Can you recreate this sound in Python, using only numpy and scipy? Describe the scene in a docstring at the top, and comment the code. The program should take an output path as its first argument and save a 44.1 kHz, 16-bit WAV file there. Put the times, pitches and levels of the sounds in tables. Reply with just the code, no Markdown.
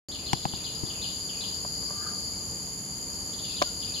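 """A lawn full of insects

Near insects rasp and buzz in falling wing strokes at 7 and 11 kHz; far crickets merge into a band
just under 5 kHz. A small bird twitters in the trees, a far bird calls once, and distant traffic and
machinery hum. A few bumps and finger taps ring the shell and grip of a hand-held camera."""
import sys
import numpy as np
from scipy import signal
from scipy.fft import rfft, irfft, next_fast_len
from scipy.io import wavfile
from scipy.ndimage import map_coordinates

SR = 44100
rng = np.random.default_rng(int(sys.argv[2]) if len(sys.argv) > 2 else 0)


def materialize(psi):
    """Save the field psi as 16-bit PCM at rate SR to the path in sys.argv[1].

    A 1-D psi becomes a single channel; in a 2-D psi each row is a channel.
    """
    bounded = np.clip(np.atleast_2d(psi).T, -1, 1)
    quanta = np.round(bounded * 32767).astype(np.int16)
    wavfile.write(sys.argv[1], SR, quanta)


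N = 176400
T = np.arange(N) / SR

# reverb of the garden (frequency [Hz], t60 [s])
GARDEN_DECAY = [(500, 0.9), (3500, 0.55), (12000, 0.34)]
# traffic rumble and foliage hiss (frequency [Hz], relative level [dB])
TRAFFIC_SPECTRUM = [(13, -53), (22, -29), (54, -1), (151, -2.5), (183, -3.5), (275, -7), (333, -7.5),
                    (453, -11.5), (519, -13.5), (1100, -18), (1330, -24), (2200, -34.5), (2860, -83),
                    (4840, -120)]
FOLIAGE_SPECTRUM = [(1200, -3), (2200, 1.5), (3800, 1), (5700, -1.5), (8500, -4), (11000, 0), (12500, -28)]
# partials of the machine hum (frequency [Hz], level [dB])
HUM_PARTIALS = [(91.3, -61), (182.3, -55), (274, -58), (457, -61.5)]

# camera bumps (time [s], ring gain [dB], thud gain [dB], click gain [dB], click L-R [dB], cutoff [Hz])
BUMP_HITS = [(.3316, -12, -18, -15, 6, 12000), (0.4531, -15, -22.5, -22.5, 2.5, 2750),
             (.536, -29.5, -29.5, -42, -2, 2000), (.834, -44, -24, -35, 2, 1510)]
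# finger taps (time [s], ring gain [dB], click gain [dB], click cutoff [Hz])
FINGER_TAPS = [(1.648, -33, -32, 900), (1.826, -39, -50, 800), (1.905, -31.5, -45, 900),
               (3.6174, -13, -17.5, 2000), (3.6230, -25, -13.5, 6050)]
# resonances of the camera (frequency [Hz], relative level [dB], t60 [s], right-side lag [s])
SHELL_MODES = [(797, 0.73, 0.02, 0.00023), (1044, -2.7, 0.024, 0.00038)]
THUD_MODES = [(134, 4, 0.049, 0.002), (214, 0, 0.038, 0.002), (347, -1, 0.03, 0)]
GRIP_MODES = [(590, -2, .045, .00015), (430, -14, .025, 0), (265, -13, .035, 0), (730, -8, .04, .0002),
              (1010, -3, .055, .00033), (1170, -7, .055, .00027), (1560, -11, .04, .00018)]
# contact click ahead of its low-pass (frequency [Hz], relative level [dB])
CLICK_SPECTRUM = [(250, -6.5), (800, 5), (1600, -9), (3900, -0.5), (6000, -5), (9000, -13.5), (12000, -18),
                  (15500, -31)]

# far whistles (centre time [s], length [s], start [Hz], middle [Hz], end [Hz], relative level [dB])
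FAR_WHISTLES = [(1.92, 0.073, 1125, 1178, 1200, -46.5), (2.02, .17, 1179, 1196, 1224, -43.5),
                (2.34, 0.032, 2330, 2280, 2260, -54), (3.672, 0.043, 1490, 1410, 1380, -49.5)]
# hoarse end of the far call (frequency [Hz], relative level [dB])
HOARSE_SPECTRUM = [(950, -56), (1250, 4), (1450, -4), (1680, 0), (1850, -44)]
# accents of the twittered phrases (time [s], relative level [dB])
PHRASE_ACCENTS = [(0.269, -37), (.647, -38), (1.024, -35.5), (1.416, -36), (3.569, -37.5), (3.947, -37.5)]
# one phrase (time from accent [s], length [s], start [Hz], middle [Hz], end [Hz], relative level [dB])
PHRASE_NOTES = [(-.123, .026, 4230, 3100, 2200, -5.5), (-.078, .022, 2200, 2604, 2850, -5),
                (-.037, .02, 2350, 2530, 2650, -5), (-.002, .02, 3250, 4050, 4250, 4.5),
                (0.015, 0.04, 4300, 3200, 2500, -4)]
# upslurred chips (centre time [s], middle pitch [Hz], relative level [dB])
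RISING_CHIPS = [(.122, 4010, -35), (.315, 4880, -37), (.37, 3970, -39), (.432, 4070, -40), (.49, 4000, -40),
                (.547, 3950, -38.5), (.725, 4100, -41.5), (.815, 4850, -46), (.865, 3910, -41.5),
                (1.1, 3740, -41), (3.337, 3866, -41.5), (3.395, 3780, -39.5), (3.453, 3850, -38),
                (3.515, 3920, -38), (3.83, 3740, -40)]

# swell of the cricket chorus (time [s], level [dB])
CRICKET_SWELL = [(.1, -42.5), (.7, -40), (1.1, -39.5), (1.5, -37.5), (1.85, -37), (2.25, -36.5), (2.5, -40),
                 (2.85, -43), (3.3, -39), (4, -37)]
# solo crickets (pitch [Hz], chirp rate [1/s], level against chorus [dB], drift [fraction], L-R [dB])
CRICKET_TRILLS = [(4847, 21.6, -6.5, 0.00183, 31), (4660, 9.7, -13, 0.00497, 18),
                  (4936, 27, -17.5, 0.00389, 20)]
# insect choruses, one for each kind (frequency [Hz], relative level [dB])
CRICKET_SPECTRUM = [(3900, -28), (4300, -13.5), (4520, 1.5), (4720, -1), (4880, 0), (5000, -5), (5120, -15),
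                    (5500, -27.5), (6000, -30)]
LOW_CRICKET_SPECTRUM = [(2750, -36), (2950, 7), (3080, 10), (3300, -5)]
BUZZ_SPECTRUM = [(8000, -16), (9300, -16), (10200, -0.5), (10900, -5.5), (11450, -1.5), (11900, -46),
                 (12400, -21), (13100, -9), (14400, -10), (15000, -18), (15600, -54)]
RASP_SPECTRUM = [(5600, -51), (6150, -13), (6450, -0.5), (6800, -1.5), (7250, 0), (7550, -9), (8000, -30.5),
                 (8600, -77)]
# solo buzzers (stroke rate [1/s], start [Hz], end [Hz], duty [fraction], level [dB], L-R [dB])
BUZZ_VOICES = [(109.2, 11650, 10150, 0.666, -52, -4.5), (142, 11400, 9900, .7, -53, 19)]
# near rasper's wing strokes (time in cycle [s], length [s], start [Hz], end [Hz], relative level [dB])
RASP_STROKES = [(.0185, .012, 6900, 6750, -1.5), (.0315, .0095, 7400, 6400, 0),
                (.0455, .0085, 7450, 6350, 0), (.0595, .009, 7200, 6800, -7)]


def amp(db):
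    """Decibels to gain."""
    return 10 ** (np.asarray(db) / 20)


def unit(x):
    """Scale to rms 1."""
    return x / np.sqrt(np.mean(x ** 2) + 1e-20)


def along(points, hz):
    """Read a curve of (frequency, value) points on a log frequency axis."""
    freqs, values = np.transpose(points)
    return np.interp(np.log(hz + 1), np.log(freqs + 1), values)


def wobble(rate):
    """Smooth random modulation with rate knots a second."""
    return map_coordinates(rng.standard_normal(int(N * rate / SR) + 4), [T * rate], mode="nearest")


def filtered(x, response):
    """Equalise x with a gain given as a function of frequency."""
    size = next_fast_len(N + SR // 2)
    return irfft(rfft(x, size) * response(np.fft.rfftfreq(size, 1 / SR)), size)[..., :N]


def pan(db):
    """Constant-power gains with the left side db above the right."""
    return unit(amp(np.array([[db], [-db]]) / 2))


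def noise_bed(spectrum, correlation):
    """Shaped stereo noise of rms 1 with a set left-right correlation."""
    low, high = spectrum[0][0], spectrum[-1][0]
    white = rng.standard_normal((2, N))
    mid, side = filtered(white, lambda hz: amp(along(spectrum, hz)) * (hz < high) * (hz > low))
    width = np.arccos(correlation) / 2
    return unit(np.cos(width) * mid + np.sin(width) * np.array([side, -side]))


def outdoors(x, wet_db):
    """Spread a mono source into stereo with echoes scattered by trees and walls."""
    hz, t, noise = signal.stft(rng.standard_normal((2, SR // 2)), SR, nperseg=256)
    decay = 1000. ** (-t / along(GARDEN_DECAY, hz)[:, None])
    tail = signal.istft(noise * decay, SR, nperseg=256)[1]
    echo = signal.fftconvolve(x[None], tail / np.linalg.norm(tail[0]), axes=1)[:, :N]
    return (x + amp(wet_db) * echo) / np.hypot(1, amp(wet_db))


def add(track, time, sound):
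    """Mix a short sound in, starting at time seconds."""
    first = max(round(time * SR), 0)
    part = track[..., first:first + sound.shape[-1]]
    part += sound[..., :part.shape[-1]]


def glide(length, start, middle, end, overtone=0):
    """A tone that swells and fades while bending through three pitches."""
    progress = np.linspace(0, 1, max(int(length * SR), 8))
    hz = np.polyval(np.polyfit([0, .5, 1], [start, middle, end], 2), progress)
    phase = 2 * np.pi * np.cumsum(hz) / SR
    return np.sin(np.pi * progress) * (np.sin(phase) + overtone * np.sin(2 * phase))


def background():
    """The bed: distant traffic, a machine's gently wavering hum and a thin hiss of foliage."""
    traffic = amp(-44.5 + 0.62 * wobble(7.15)) * noise_bed(TRAFFIC_SPECTRUM, 0.85) * pan(0.5)
    hum = np.zeros(N)
    for hz, db in HUM_PARTIALS:
        peak = amp(db + 1.3 * wobble(3.49)) * np.sqrt(2)
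        hum += peak * np.sin(2 * np.pi * hz * T + 1.2 * wobble(4.01))
    return traffic + hum + amp(-52.5) * noise_bed(FOLIAGE_SPECTRUM, 0.12)


def ring(modes, attack_s):
    """Damped modes of alternating sign; each reaches the right microphone port with its own lag."""
    t = np.arange(SR // 8) / SR
    out = np.zeros((2, len(t)))
    for k, (hz, db, t60, lag) in enumerate(modes):
        age = np.maximum(t - np.array([[0], [lag]]), 0)
        envelope = amp(db - 60 * age / t60) * (1 - np.exp(-age / attack_s))
        out += (-1) ** k * envelope * np.sin(2 * np.pi * hz * age)
    return out


def click(db, pan_db, cutoff_hz, snap_t60_s=0.015, tail_t60_s=0.04):
    """A dry contact click; a low cutoff dulls it to a soft touch."""
    t = np.arange(SR // 20) / SR
    fade = 1000. ** (-t / snap_t60_s) + amp(-24) * 1000. ** (-t / tail_t60_s)
    dulled = [(hz, level - 10 * np.log10(1 + (hz / cutoff_hz) ** 4)) for hz, level in CLICK_SPECTRUM]
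    return amp(db) * pan(pan_db) * fade * noise_bed(dulled, 0.2)[:, :len(t)]


def handling():
    """Bumps ring the camera's shell and thud, fingers ring its grip; every contact clicks."""
    out = np.zeros((2, N))
    for time, ring_db, thud_db, click_db, pan_db, cutoff_hz in BUMP_HITS:
        add(out, time, amp(ring_db) * ring(SHELL_MODES, attack_s=0.00082))
        add(out, time, amp(thud_db) * pan(13.3) * ring(THUD_MODES, attack_s=0.0011))
        add(out, time, click(click_db, pan_db, cutoff_hz))
    for time, ring_db, click_db, cutoff_hz in FINGER_TAPS:
        add(out, time, amp(ring_db) * ring(GRIP_MODES, attack_s=0.00056))
        add(out, time, click(click_db, pan_db=8, cutoff_hz=cutoff_hz))
    return out


def far_bird(hoarse_at_s=2.06, hoarse_half_width_s=0.052):
    """A long whistle that turns hoarse, and a few faint peeps."""
    calls = np.zeros(N)
    for time, length, start, middle, end, db in FAR_WHISTLES:
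        add(calls, time - length / 2, amp(db) * glide(length, start, middle, end))
    swell = amp(-45) / (1 + ((T - hoarse_at_s) / hoarse_half_width_s) ** 2)
    hoarse = swell * noise_bed(HOARSE_SPECTRUM, 0.23)
    return amp(1) * outdoors(calls, wet_db=-2) + hoarse


def small_bird(pitch_scatter=0.0188, chip_s=0.023, chip_rise=0.286, leaf_t60_s=0.034):
    """Quick phrases, no two quite alike, and upslurred chips, blurred by leaves and trees."""
    song = np.zeros(N)
    for accent, phrase_db in PHRASE_ACCENTS:
        for offset, length, start, middle, end, db in PHRASE_NOTES:
            pitches = np.array([start, middle, end]) * (1 + pitch_scatter * rng.standard_normal(3))
            add(song, accent + offset - length / 2, amp(phrase_db + db) * glide(length, *pitches))
    for time, hz, db in RISING_CHIPS:
        chip = glide(chip_s, hz * (1 - chip_rise), hz, hz * (1 + chip_rise / 2))
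        add(song, time - chip_s / 2, amp(db) * chip)
    # early reflections in the bird's own tree outweigh the direct song
    t = np.arange(SR // 10) / SR
    leaves = rng.standard_normal(len(t)) * 1000. ** (-t / leaf_t60_s)
    song += amp(11) * signal.fftconvolve(song, leaves / np.linalg.norm(leaves))[:N]
    return amp(-45.5) * pan(1.6) * unit(outdoors(song, wet_db=5))


def crickets():
    """A far chorus merged into one band, with a few solo trills and a fainter, lower kind."""
    chorus = noise_bed(CRICKET_SPECTRUM, 0.27) * pan(4.7) * amp(0.6 * wobble(24.9))
    for hz, rate, db, drift, pan_db in CRICKET_TRILLS:
        tone = np.sin(2 * np.pi * np.cumsum(hz * (1 + drift * wobble(30))) / SR)
        chirps = 1 + 0.59 * np.sin(2 * np.pi * rate * T + .5 * wobble(4.5))
        chorus += amp(db) * pan(pan_db) * unit(outdoors(unit(tone * chirps), wet_db=-6.5))
    swell = amp(np.interp(T, *np.transpose(CRICKET_SWELL)))
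    return chorus * swell + amp(-61.5) * noise_bed(LOW_CRICKET_SPECTRUM, 0.2)


def buzzers():
    """Small insects in the grass: each stroke starts afresh and falls; others merge into a sizzle."""
    out = amp(-50) * pan(2.45) * noise_bed(BUZZ_SPECTRUM, -0.33)
    for rate, start, end, duty, db, pan_db in BUZZ_VOICES:
        wing_cycles = rate * T + .06 * wobble(3.6) + 0.0035 * wobble(30)
        progress = np.minimum(wing_cycles % 1 / duty, 1)  # holds at 1, silent, between strokes
        tone_cycles = (start * progress + (end - start) * progress ** 2 / 2) * duty / rate
        strokes = np.sin(np.pi * progress) * np.sin(2 * np.pi * tone_cycles + 0.57 * wobble(300))
        out += amp(db) * pan(pan_db) * outdoors(unit(strokes), wet_db=-5)
    return out


def raspers(cycle_s=1 / 17.02, pitch_scatter=0.0026, level_scatter_db=0.57):
    """One near insect repeats a group of falling wing strokes, almost alike, over a chorus of its kind."""
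    strokes = np.zeros(N)
    for cycle_start in np.arange(0, T[-1], cycle_s):
        for offset, length, start, end, db in RASP_STROKES:
            force, tuning = rng.standard_normal(2)
            pitches = np.array([start, (start + end) / 2, end]) * (1 + pitch_scatter * tuning)
            stroke = amp(db + level_scatter_db * force) * glide(length, *pitches, overtone=amp(-23.5))
            add(strokes, cycle_start + offset - length / 2, stroke)
    soloist = amp(-41.5) * pan(-4.5) * unit(outdoors(unit(strokes), wet_db=-4))
    return soloist + amp(-43) * noise_bed(RASP_SPECTRUM, 0.036)


def scene(approach_db=-4.5, approach_s=1.06):
    """The full mix; the insects in the grass start softer and rise as the camera comes down to them."""
    approach = amp(approach_db * np.maximum(1 - T / approach_s, 0))
    insects = crickets() + approach * (raspers() + buzzers())
    return insects + small_bird() + far_bird() + background() + handling()


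def record(dry, start_s=0.086, cutoff_hz=15700):
    """The mix cuts in after a moment of silence and passes a brick-wall low-pass."""
    return filtered(dry * (T > start_s), lambda hz: hz < cutoff_hz)


dry = scene()
out = record(dry)
materialize(out)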